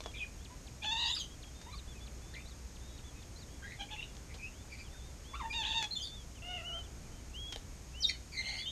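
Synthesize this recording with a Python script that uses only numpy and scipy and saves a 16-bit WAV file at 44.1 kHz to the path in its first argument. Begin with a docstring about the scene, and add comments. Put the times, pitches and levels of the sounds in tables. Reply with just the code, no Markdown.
"""Nasal cries, soft clucks and high peeps of small quail, close by at a food dish in an outdoor aviary.
Each call is one syrinx tone, clear or rasping, smeared by the nearby walls.
Chicks and other small birds whistle and chip around them, while beaks and feet tick on seed and bark.
Underneath lies a bed of low rumble, machine hum and steady hiss."""
import sys
import numpy as np
from scipy import signal
from scipy.fft import rfft, irfft, next_fast_len
from scipy.io import wavfile
from scipy.ndimage import uniform_filter1d, map_coordinates

SR = 44100
rng = np.random.default_rng(int(sys.argv[2]) if len(sys.argv) > 2 else 0)


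def dump_mix(stems):
    """Bounce the given channels to the path in sys.argv[1] as a 16-bit WAV at rate SR."""
    frames = np.atleast_2d(stems).T  # one column per channel
    limited = np.clip(frames, -1, 1)  # hard clip at full scale
    pcm = np.round(limited * 32767).astype(np.int16)
    wavfile.write(sys.argv[1], SR, pcm)


N = 384111

# Short quail notes: nasal cries, shut-beak clucks and high peeps. Each row: crest time, attack and
# release in seconds, pitch in Hz, glide in octaves per second, crest level in dB,
# roughness (0 is clear, about 1 is a rasp), overtone boost in dB.
SHORT_CRIES = [ (3.81, .02, 0.037, 805, .2, -42, 0.35, 0), (3.932, 0.03, 0.025, 856, -0.069, -45.5, .4, -4),
               (8.53, .14, 0.084, 766, -0.033, -48, 0.97, -1), ]
CLUCKS = [ (.51, .012, .05, 972, 2, -57, .1, -10), (1.165, 0.016, 0.022, 1533, -8.5, -45, 1.1, 4),
          (1.67, 0.0083, .035, 958, 2, -51.5, .15, -13), (1.718, .035, .012, 1170, 7, -59, .02, 13),
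          (1.745, 0.016, 0.0063, 1133, -11, -48.5, 0, -4), (5.346, 0.014, 0.023, 1125, 16, -41.5, 0.6, -7),
          (5.405, .012, 0.031, 1160, -16, -40, 0.54, -8.5), (5.458, 0.042, 0.02, 893, -1.5, -42.5, .25, -7),
          (6.635, 0.014, .08, 690, 1.1, -51.5, 0.06, -.5), (6.755, 0.089, .06, 681, 0, -49.5, 0.25, -6), ]
PEEPS = [ (.152, 0.015, 0.032, 2392, 0, -47, 0.4, -23), (.185, 0.036, 0.045, 3345, -4, -46, 0.8, -22),
         (.235, 0.042, 0.0067, 2433, -2, -38, 0.19, -28), (.828, 0.01, .018, 2420, -1, -44, .08, -16),
         (1.015, 0.0073, 0.031, 4130, -0.5, -45, 0.24, -15), (1.065, 0.029, 0.028, 4720, 4, -40, 0.34, -24),
         (1.13, 0.066, 0.035, 3610, 2.5, -36, 0.4, -7.5), (1.152, .006, .012, 5000, -3, -37.5, 0.43, -13),
         (1.17, 0.01, 0.016, 4810, -1, -36, 0.3, -21), (1.195, 0.0236, 0.037, 4000, -2.5, -46, .6, -9),
         (1.205, 0.021, 0.043, 3240, -3, -40, 0.3, -4.5), (2.362, .03, 0.056, 2080, 6.5, -49.5, 0.63, -10),
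         (3.643, 0.024, 0.03, 1605, 1, -48, 0.23, -5), (3.715, 0.076, 0.041, 1990, 0.6, -49, 0.76, -5.5),
         (3.893, .006, 0.022, 2250, -1, -54, 0.4, -20), (3.925, 0.024, 0.097, 2860, -3.5, -50.5, 1, -18),
         (3.998, 0.034, .012, 2725, 0.5, -44, 0.2, -20), (4.017, 0.071, .04, 3570, 1.5, -55, 0.63, -25),
         (4.028, 0.011, .018, 2780, -1, -42.5, 0.6, -20), (4.325, .045, .03, 2250, 0, -57.5, 0.82, -15),
         (4.445, 0.061, 0.043, 2524, 1.5, -46, 0.33, -15),
         (4.735, 0.037, .025, 2360, -0.7, -50.5, 0.57, -3), (4.805, 0.036, 0.029, 2398, 0.7, -52, 0.54, 1),
         (5.513, 0.014, 0.038, 2413, 1.8, -39.5, 0.06, -10),
         (5.914, .006, 0.018, 4165, 1.5, -36.5, 0.08, -31),
         (5.938, 0.013, 0.0078, 4205, -1.5, -35.5, .04, -34),
         (5.975, 0.021, 0.012, 3530, 0, -32.5, 0.13, -13), (6.01, 0.018, 0.063, 3130, 4.5, -41.5, 0.23, -9),
         (6.035, 0.017, 0.054, 4800, -3, -44, .4, -10), (8.086, 0.023, .005, 5520, -3.5, -38.5, 0.1, -14),
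         (8.097, 0.0067, 0.015, 2177, -1.5, -32, 0.7, 8.5), (8.6, .045, 0.025, 4540, -0.5, -45, 0.54, -11),
         (8.67, .014, 0.056, 3100, 2.5, -39.5, 0.3, -16), ]
NOTE_FADE_DB, NOTE_FADE_POWER, NOTE_END_ROUGH = 12.5, 1.44, 0.12
# Drawn quail calls, one to a table: three long nasal cries, a high rasp and a plunging squeal.
# Each row: time in seconds, pitch in Hz, level in dB, roughness.
RISING_CRY = [(.82, 825, -51, 0.44), (.845, 892, -37.5, 1.11), (.868, 868, -35.5, 0.11),
              (.903, 858, -38, 0.06), (.916, 902, -34, 0.24), (.945, 896, -38, 0.24), (1.01, 949, -36, 0.4),
              (1.06, 931, -36, 0.53), (1.11, 943, -38, 0.7), (1.135, 982, -55, 0.9)]
HOARSE_CRY = [(5.528, 908, -45, 0.65), (5.56, 940, -37.5, 0.045), (5.587, 906, -37, 0.063),
              (5.61, 888, -35.5, 0.11), (5.625, 836, -40.5, 0.26), (5.645, 895, -41, 1.23),
              (5.68, 893, -38, .45), (5.725, 892, -39.5, 0.68), (5.78, 913, -34, 0.25),
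              (5.82, 862, -39, 0.16), (5.852, 842, -37.5, 0.081), (5.868, 832, -56, 0.44)]
LOW_CRY = [(6.42, 672, -52, 0.28), (6.48, 709, -47, 0.23), (6.5, 730, -41.5, 0.13),
           (6.56, 713, -42.5, 0.25), (6.595, 672, -45, 0.47), (6.625, 660, -51, .4)]
RASP = [(8.32, 2330, -53, 0.68), (8.358, 2140, -47, 0.75), (8.395, 2053, -35, 0.27),
        (8.43, 2020, -48.5, .6), (8.485, 2138, -38, 0.34), (8.51, 2133, -43.5, 0.49),
        (8.6, 2140, -46.5, 0.67), (8.635, 2030, -58, 0.85)]
SQUEAL = [(8.005, 5860, -46, .05), (8.018, 5860, -44, .1), (8.03, 4900, -32.5, 0.32),
          (8.04, 3930, -35, .62), (8.05, 3695, -25.5, .02), (8.055, 3690, -23.5, .05),
          (8.06, 3900, -57, .41)]
# The timbre of each voice. Each row: harmonic number, relative level in dB.
CRY_HARMONICS = [(1, -6.5), (2, -11), (3, -5.5), (4, 1), (5, -13), (6, -23.5), (7, -20), (8, -20), (9, -36),
                 (10, -37), (12, -40)]
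CLUCK_HARMONICS = [(1, -4.5), (2, -3), (3, -13), (4, -21)]
PEEP_HARMONICS = [(1, 8.5), (2, 3), (3, -11.5), (4, -13.5)]
# Throat and beak favour harmonics as they glide past. Each row: frequency in Hz, gain in dB.
THROAT_EQ = [(1000, 2), (1800, -0.5), (2550, -3.5), (2850, 6), (3200, -2.5), (3600, 1.5), (4200, 0.5),
             (5500, -1), (6500, 6), (8000, -3)]

# Thin arched whistles. Each row: start and length in seconds, top pitch, rise and fall in Hz,
# level in dB.
THIN_WHISTLES = [ (.045, .067, 3400, 68, 190, -54.5), (0.206, .05, 2500, 0, 1100, -60),
                 (0.383, .055, 3450, 450, -1, -66), (1.3, .05, 3340, 190, 130, -60),
                 (1.44, .06, 3310, 110, 190, -61.5), (1.525, 0.27, 3680, 161, 112, -65),
                 (1.872, 0.066, 3500, 182, 310, -59.5), (1.945, 0.057, 2570, 0, 210, -63),
                 (2.003, 0.049, 3500, 230, 80, -59.5), (2.2, 0.3, 3600, 220, 67, -66.5),
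                 (2.79, 0.24, 3790, 360, 120, -66.5), (2.88, .085, 3450, 148, 130, -70),
                 (3.035, 0.074, 3480, 188, 280, -61.5), (3.15, .06, 2540, 40, 130, -65),
                 (3.165, 0.077, 3700, 0, 370, -68), (3.47, 0.12, 3390, 394, 20, -69),
                 (3.77, .03, 3480, -6, 480, -64), (4.04, 0.1, 3540, -1, 300, -69),
                 (4.52, 0.12, 3550, 844, 5, -67), (4.84, 0.051, 3430, 0, 780, -63),
                 (6.35, .048, 3150, 0, 820, -62), (6.835, 0.04, 3530, -2, 900, -61),
                 (7.051, .045, 2480, 6, 600, -67), (7.11, 0.1, 3100, 120, 130, -68), ]
# Long whistles that sag on the climb. Each row: start and length in seconds, top pitch, rise and fall
# in Hz, sag delay in seconds, sag depth in Hz, crest level in dB.
LONG_WHISTLES = [ (4.89, 0.25, 3700, 348, 240, 0.12, 228, -65),
                 (5.225, 0.31, 3670, 1020, 480, 0.11, 210, -59.5),
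                 (5.95, 0.3, 3625, 1020, 600, 0.15, 128, -52.5),
                 (6.636, 0.2, 3200, 615, 238, 0.078, 313, -43),
                 (7.326, .262, 3363, 928, 444, 0.12, 71, -47), (7.923, .258, 3220, 880, 380, .09, 131, -52),
                 (8.559, 0.29, 3706, 920, 405, 0.081, 129, -47), ]
CREST_SHARE, RISE_POWER, FALL_POWER = 0.59, 3.5, 1.64
SAG_WIDTH_S, CLIMB_FADE_DB, DROP_FADE_DB = 0.032, 3, 12
# Hooked calls. Each row: start and length in seconds, top pitch in Hz, base level in dB.
HOOKS = [(1.72, 0.09, 4860, -53.5), (2.453, 0.079, 4730, -58.5), (3.354, 0.09, 4950, -57)]
# A hook's dip, flick and fall. Each row: share of the length, ratio to top pitch, level offset in dB.
HOOK_SHAPE = [(0, .86, 3), (.22, .8, -1.5), (.48, 0.99, -6), (.72, .85, -2.5), (1, .69, 0)]
# Quick falling chips. Each row: start in seconds, crest level in dB.
CHIPS = [(.445, -55.5), (0.666, -56.5), (1.424, -54), (1.779, -58), (2.063, -56), (2.338, -53),
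         (2.754, -60), (2.976, -58.5), (3.219, -60)]
CHIP_FROM_HZ, CHIP_TO_HZ, CHIP_S = 4750, 2055, 0.023
# A far bird slides down and back up. Each row: time in seconds, pitch in Hz, level in dB.
FAR_SLIDE = [(4.925, 2100, -66), (4.958, 1380, -61), (4.985, 1850, -70)]
FAR_CHICKS_PER_S, FAR_CHICK_MID_HZ, FAR_CHICK_MEAN_S = 2.1, 3180, 0.1185
FAR_CHICK_FLOOR_DB, FAR_CHICK_RANGE_DB = -97.5, 14

# Pecks and steps on seed and bark. Each row: start in seconds, tick level and thud level in dB,
# seconds to die away by 60 dB.
PECKS = [(.005, -41, -40.5, 0.018), (0.038, -49, -62, 0.031), (0.06, -43, -36.5, 0.032),
         (0.114, -51, -45.5, 0.024), (1.615, -48, -55, 0.04), (4.151, -50, -64, .015),
         (4.168, -45, -62, 0.0092), (4.342, -50, -50.5, 0.09), (5.826, -34, -48, 0.026),
         (5.842, -32, -45.5, 0.015), (6.787, -51, -59, 0.033), (7.524, -37, -52, 0.04),
         (7.56, -35.5, -39.5, 0.012)]
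# Slaps off nearby walls and dishes. Each row: delay in seconds, gain in dB before a layer's wall trim.
WALL_ECHOES = [(.0047, -13), (0.011, -9), (0.02, -17.5), (.031, -25)]
# Noise colours for the pecks and the bed. Each row: frequency in Hz, relative level in dB.
TICK_COLOUR = [(500, -7), (1500, -1.5), (3500, 5), (6500, -0.5), (9000, -14), (14000, -39)]
THUD_COLOUR = [(80, -3), (300, -1.5), (800, 1), (1400, -18.5), (3000, -71)]
RUMBLE_COLOUR = [(12, -38), (20, -5.5), (63, -1), (91, -6), (151, -12), (240, -16.5), (276, -16.5),
                 (359, -20), (1110, -29), (1600, -30.5), (2500, -32.5), (3250, -82), (5500, -120)]
HISS_COLOUR = [(1500, -12), (2500, -1), (4000, -2), (5500, 2), (6100, 2), (6550, 7.5), (7200, 0),
               (9000, -3.5), (10300, -13), (11500, -8.5), (13000, -12.5), (14400, -34)]
RUMBLE_DB, HISS_DB = -50, -59.5
HUM_HZ, HUM_DB = 61.6, -55
HIGH_CUT_HZ = 14300


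def quail():
    """The lead voices: nasal cries with a strong fourth harmonic, soft clucks, peeps and rasps."""
    # each call pairs a contour with its overtone boost in dB
    cries = [(RISING_CRY, 2), (HOARSE_CRY, 3), (LOW_CRY, -3)] + [note(*row) for row in SHORT_CRIES]
    clucks = [note(*row) for row in CLUCKS]
    peeps = [(RASP, 5.5), (SQUEAL, -23)] + [note(*row) for row in PEEPS]
    out = np.zeros(N)
    for call in cries:
        add(out, *syrinx(*call, CRY_HARMONICS, jitter=0.0775, rough_hz=413.3, shimmer_db=6.5))
    for call in clucks:
        add(out, *syrinx(*call, CLUCK_HARMONICS, jitter=0.123, rough_hz=408, shimmer_db=2.5))
    for call in peeps:
        add(out, *syrinx(*call, PEEP_HARMONICS, jitter=0.074, rough_hz=521, shimmer_db=5))
    return out


def syrinx(contour, overtone_db, harmonics, jitter, rough_hz, shimmer_db, edge_s=0.004, waver=0.0025):
    """A membrane follows a contour as roughness shakes pitch and harmonics; gives start and sound."""
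    times, *curves = np.transpose(contour)
    times = np.sort(times)
    t = np.arange(times[0] - edge_s / 2, times[-1] + edge_s, 1 / SR)
    hz, db, rough = (np.interp(t, times, curve) for curve in curves)
    shake = jitter * rough * wander(len(t), rough_hz)
    hz = hz * (1 + shake + waver * wander(len(t), rate_hz=116))
    phase = 2 * np.pi * np.cumsum(hz) / SR
    tone = 0
    for k, harmonic_db in harmonics:
        # the strongest harmonics flutter most
        flutter_db = shimmer_db * rough * undb(harmonic_db / 2) * wander(len(t), rough_hz)
        throat_db = np.interp(k * hz, *np.transpose(THROAT_EQ))
        gain = undb(harmonic_db + overtone_db * (k > 1) + flutter_db + throat_db)
        tone = tone + gain * (k * hz < SR / 2) * np.sin(k * phase)
    gate = np.clip(np.minimum(t - t[0], t[-1] - t) / edge_s, 0, 1)
    return t[0], unit(tone) * undb(db) * gate


def note(crest_s, attack_s, release_s, hz, glide, db, rough, overtone_db):
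    """Contour and overtone boost of a gliding note that swells and fades, roughest at its weak ends."""
    side = np.linspace(-1, 1, 9)  # the crest sits at 0
    t = side * np.where(side < 0, attack_s, release_s)
    fade = np.abs(side) ** NOTE_FADE_POWER
    pitch = hz * 2 ** (glide * t)
    contour = np.column_stack([crest_s + t, pitch, db - NOTE_FADE_DB * fade, rough + NOTE_END_ROUGH * fade])
    return contour, overtone_db


def whistlers():
    """Chicks and small birds sing nearly pure tones: arches, hooks, chips and a far slide."""
    arches = [arch(*row) for row in THIN_WHISTLES] + [sagging_arch(*row) for row in LONG_WHISTLES]
    hooks = [hook(*row) for row in HOOKS]
    chips = [chip(*row) for row in CHIPS]
    out = np.zeros(N)
    for contour in arches + hooks + chips + [FAR_SLIDE] + far_chicks():
        times, hz, db = np.transpose(contour)
        t = np.arange(times[0], times[-1], 1 / SR)
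        # the muscles round the corners of each glide
        glide = uniform_filter1d(np.interp(t, times, hz), len(t) // len(times) + 1, mode="nearest")
        glide = glide * (1 + 0.007 * wander(len(t), rate_hz=68.7))
        phase = 2 * np.pi * np.cumsum(glide) / SR
        tone = np.sqrt(2) * (np.sin(phase) + undb(-22) * np.sin(2 * phase))
        envelope = undb(np.interp(t, times, db)) * signal.windows.tukey(len(t), 0.25)
        add(out, times[0], tone * envelope)
    return out


def arch(start_s, length_s, top_hz, rise_hz, fall_hz, db):
    """Contour of a thin whistle: a parabola in pitch at a steady level."""
    u = np.linspace(0, 1, 25)
    hz = top_hz - (np.sqrt(abs(rise_hz)) * (1 - u) - np.sqrt(abs(fall_hz)) * u) ** 2
    return np.column_stack([start_s + u * length_s, hz, np.full(len(u), db)])


def sagging_arch(start_s, length_s, top_hz, rise_hz, fall_hz, sag_s, sag_hz, db):
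    """Contour of a long whistle: steep climb, brief sag, late crest and a fading fall."""
    u = np.linspace(0, 1, 49)
    rise = np.maximum(1 - u / CREST_SHARE, 0) ** RISE_POWER
    fall = np.maximum((u - CREST_SHARE) / (1 - CREST_SHARE), 0) ** FALL_POWER
    sag = np.exp(-((u * length_s - sag_s) / SAG_WIDTH_S) ** 2)
    hz = top_hz - rise_hz * rise - fall_hz * fall - sag_hz * sag
    level_db = db - CLIMB_FADE_DB * rise - DROP_FADE_DB * fall
    return np.column_stack([start_s + u * length_s, hz, level_db])


def hook(start_s, length_s, top_hz, db):
    """Contour of a call that dips, flicks up and falls."""
    return [(start_s + u * length_s, top_hz * ratio, db + trim_db) for u, ratio, trim_db in HOOK_SHAPE]


def chip(start_s, db):
    """Contour of a fast downward sweep, loudest halfway."""
    return [(start_s, CHIP_FROM_HZ, db - 2),
            (start_s + CHIP_S / 2, (CHIP_FROM_HZ + CHIP_TO_HZ) / 2, db),
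            (start_s + CHIP_S, CHIP_TO_HZ, db - 4)]


def far_chicks():
    """Contours of very faint arches, scattered in time, length, pitch and level."""
    contours = []
    for when, length, pitch, level in rng.random((int(FAR_CHICKS_PER_S * N / SR), 4)):
        length_s = FAR_CHICK_MEAN_S * (0.5 + length)
        top_hz = FAR_CHICK_MID_HZ * 2 ** ((pitch - 0.5) / 2)
        db = FAR_CHICK_FLOOR_DB + FAR_CHICK_RANGE_DB * level
        contours.append(arch(when * N / SR, length_s, top_hz, rise_hz=257, fall_hz=150, db=db))
    return contours


def pecks():
    """Each contact is a bright crack of husks over a dull knock in the soil."""
    out = np.zeros(N)
    t = np.arange(SR // 10) / SR
    for start_s, tick_db, thud_db, t60 in PECKS:
        tick = undb(tick_db) * noise(len(t), TICK_COLOUR)
        thud = undb(thud_db) * noise(len(t), THUD_COLOUR)
        add(out, start_s, (tick + thud) * np.exp(-np.log(1000) * t / t60))
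    return out


def aviary(x, tail_db, t60, wall_trim_db=0, build_s=0.0019):
    """The space: a few close reflections and a short diffuse tail."""
    t = np.arange(SR // 2) / SR
    envelope = np.exp(-np.log(1000) * t / t60) * np.minimum(t / build_s, 1) ** 2
    tail = rng.standard_normal(len(t)) * envelope
    response = undb(tail_db) * unit(tail) / np.sqrt(len(t))
    response[0] = 1  # the direct sound
    for delay_s, db in WALL_ECHOES:
        add(response, delay_s, undb([db + wall_trim_db]))
    return signal.fftconvolve(x, response)[:N]


def background():
    """The bed: low rumble, a wavering machine hum and a smooth high hiss."""
    hum_hz = HUM_HZ + 1.58 * wander(N, rate_hz=6)
    phase = 2 * np.pi * np.cumsum(hum_hz) / SR
    hum = unit(np.sin(phase) * undb(2.4 * wander(N, rate_hz=5)))
    rumble = noise(N, RUMBLE_COLOUR) * undb(0.46 * wander(N, rate_hz=3.4))
    hiss = noise(N, HISS_COLOUR)
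    return undb(RUMBLE_DB) * rumble + undb(HUM_DB) * hum + undb(HISS_DB) * hiss


def noise(count, colour):
    """Coloured noise of rms 1, rolling off beyond the ends of its colour curve."""
    hz, db = np.transpose(colour)
    size = next_fast_len(count)
    f = np.maximum(np.fft.rfftfreq(size, 1 / SR), 1)
    gain = undb(np.interp(np.log(f), np.log(hz), db))
    roll_off = np.minimum(f / hz[0], 1) * np.minimum(hz[-1] / f, 1) ** 2
    spectrum = rfft(rng.standard_normal(size)) * gain * roll_off
    return unit(irfft(spectrum, size)[:count])


def wander(count, rate_hz):
    """Smooth random modulation of spread near 1 that changes rate_hz times a second."""
    place = np.arange(count) * rate_hz / SR
    return map_coordinates(rng.standard_normal(int(place[-1]) + 2), [place], order=2, mode="nearest")


def undb(db):
    """Decibels to gain."""
    return 10 ** (np.asarray(db) / 20)


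def unit(x):
    """Scale to rms 1."""
    return x / np.sqrt(np.mean(x ** 2) + 1e-18)


def add(out, start_s, x):
    """Mix x into out from a given time."""
    i = max(int(start_s * SR), 0)
    out[i:i + len(x)] += x[:max(len(out) - i, 0)]


def scene():
    """The mono mix: quail, whistlers and pecks, each with its own reverb, over the bed."""
    calls = aviary(quail(), tail_db=-8, t60=0.25)
    whistles = aviary(whistlers(), tail_db=-18.5, t60=0.42, wall_trim_db=-11)
    taps = aviary(pecks(), tail_db=-10, t60=0.25, wall_trim_db=-3)
    return (calls + whistles + taps + background())[None]


def record(dry):
    """A steep high cut takes the very top off the mix."""
    return signal.sosfilt(signal.ellip(10, 0.2, 70, HIGH_CUT_HZ, fs=SR, output="sos"), dry)


dry = scene()
out = record(dry)
dump_mix(out)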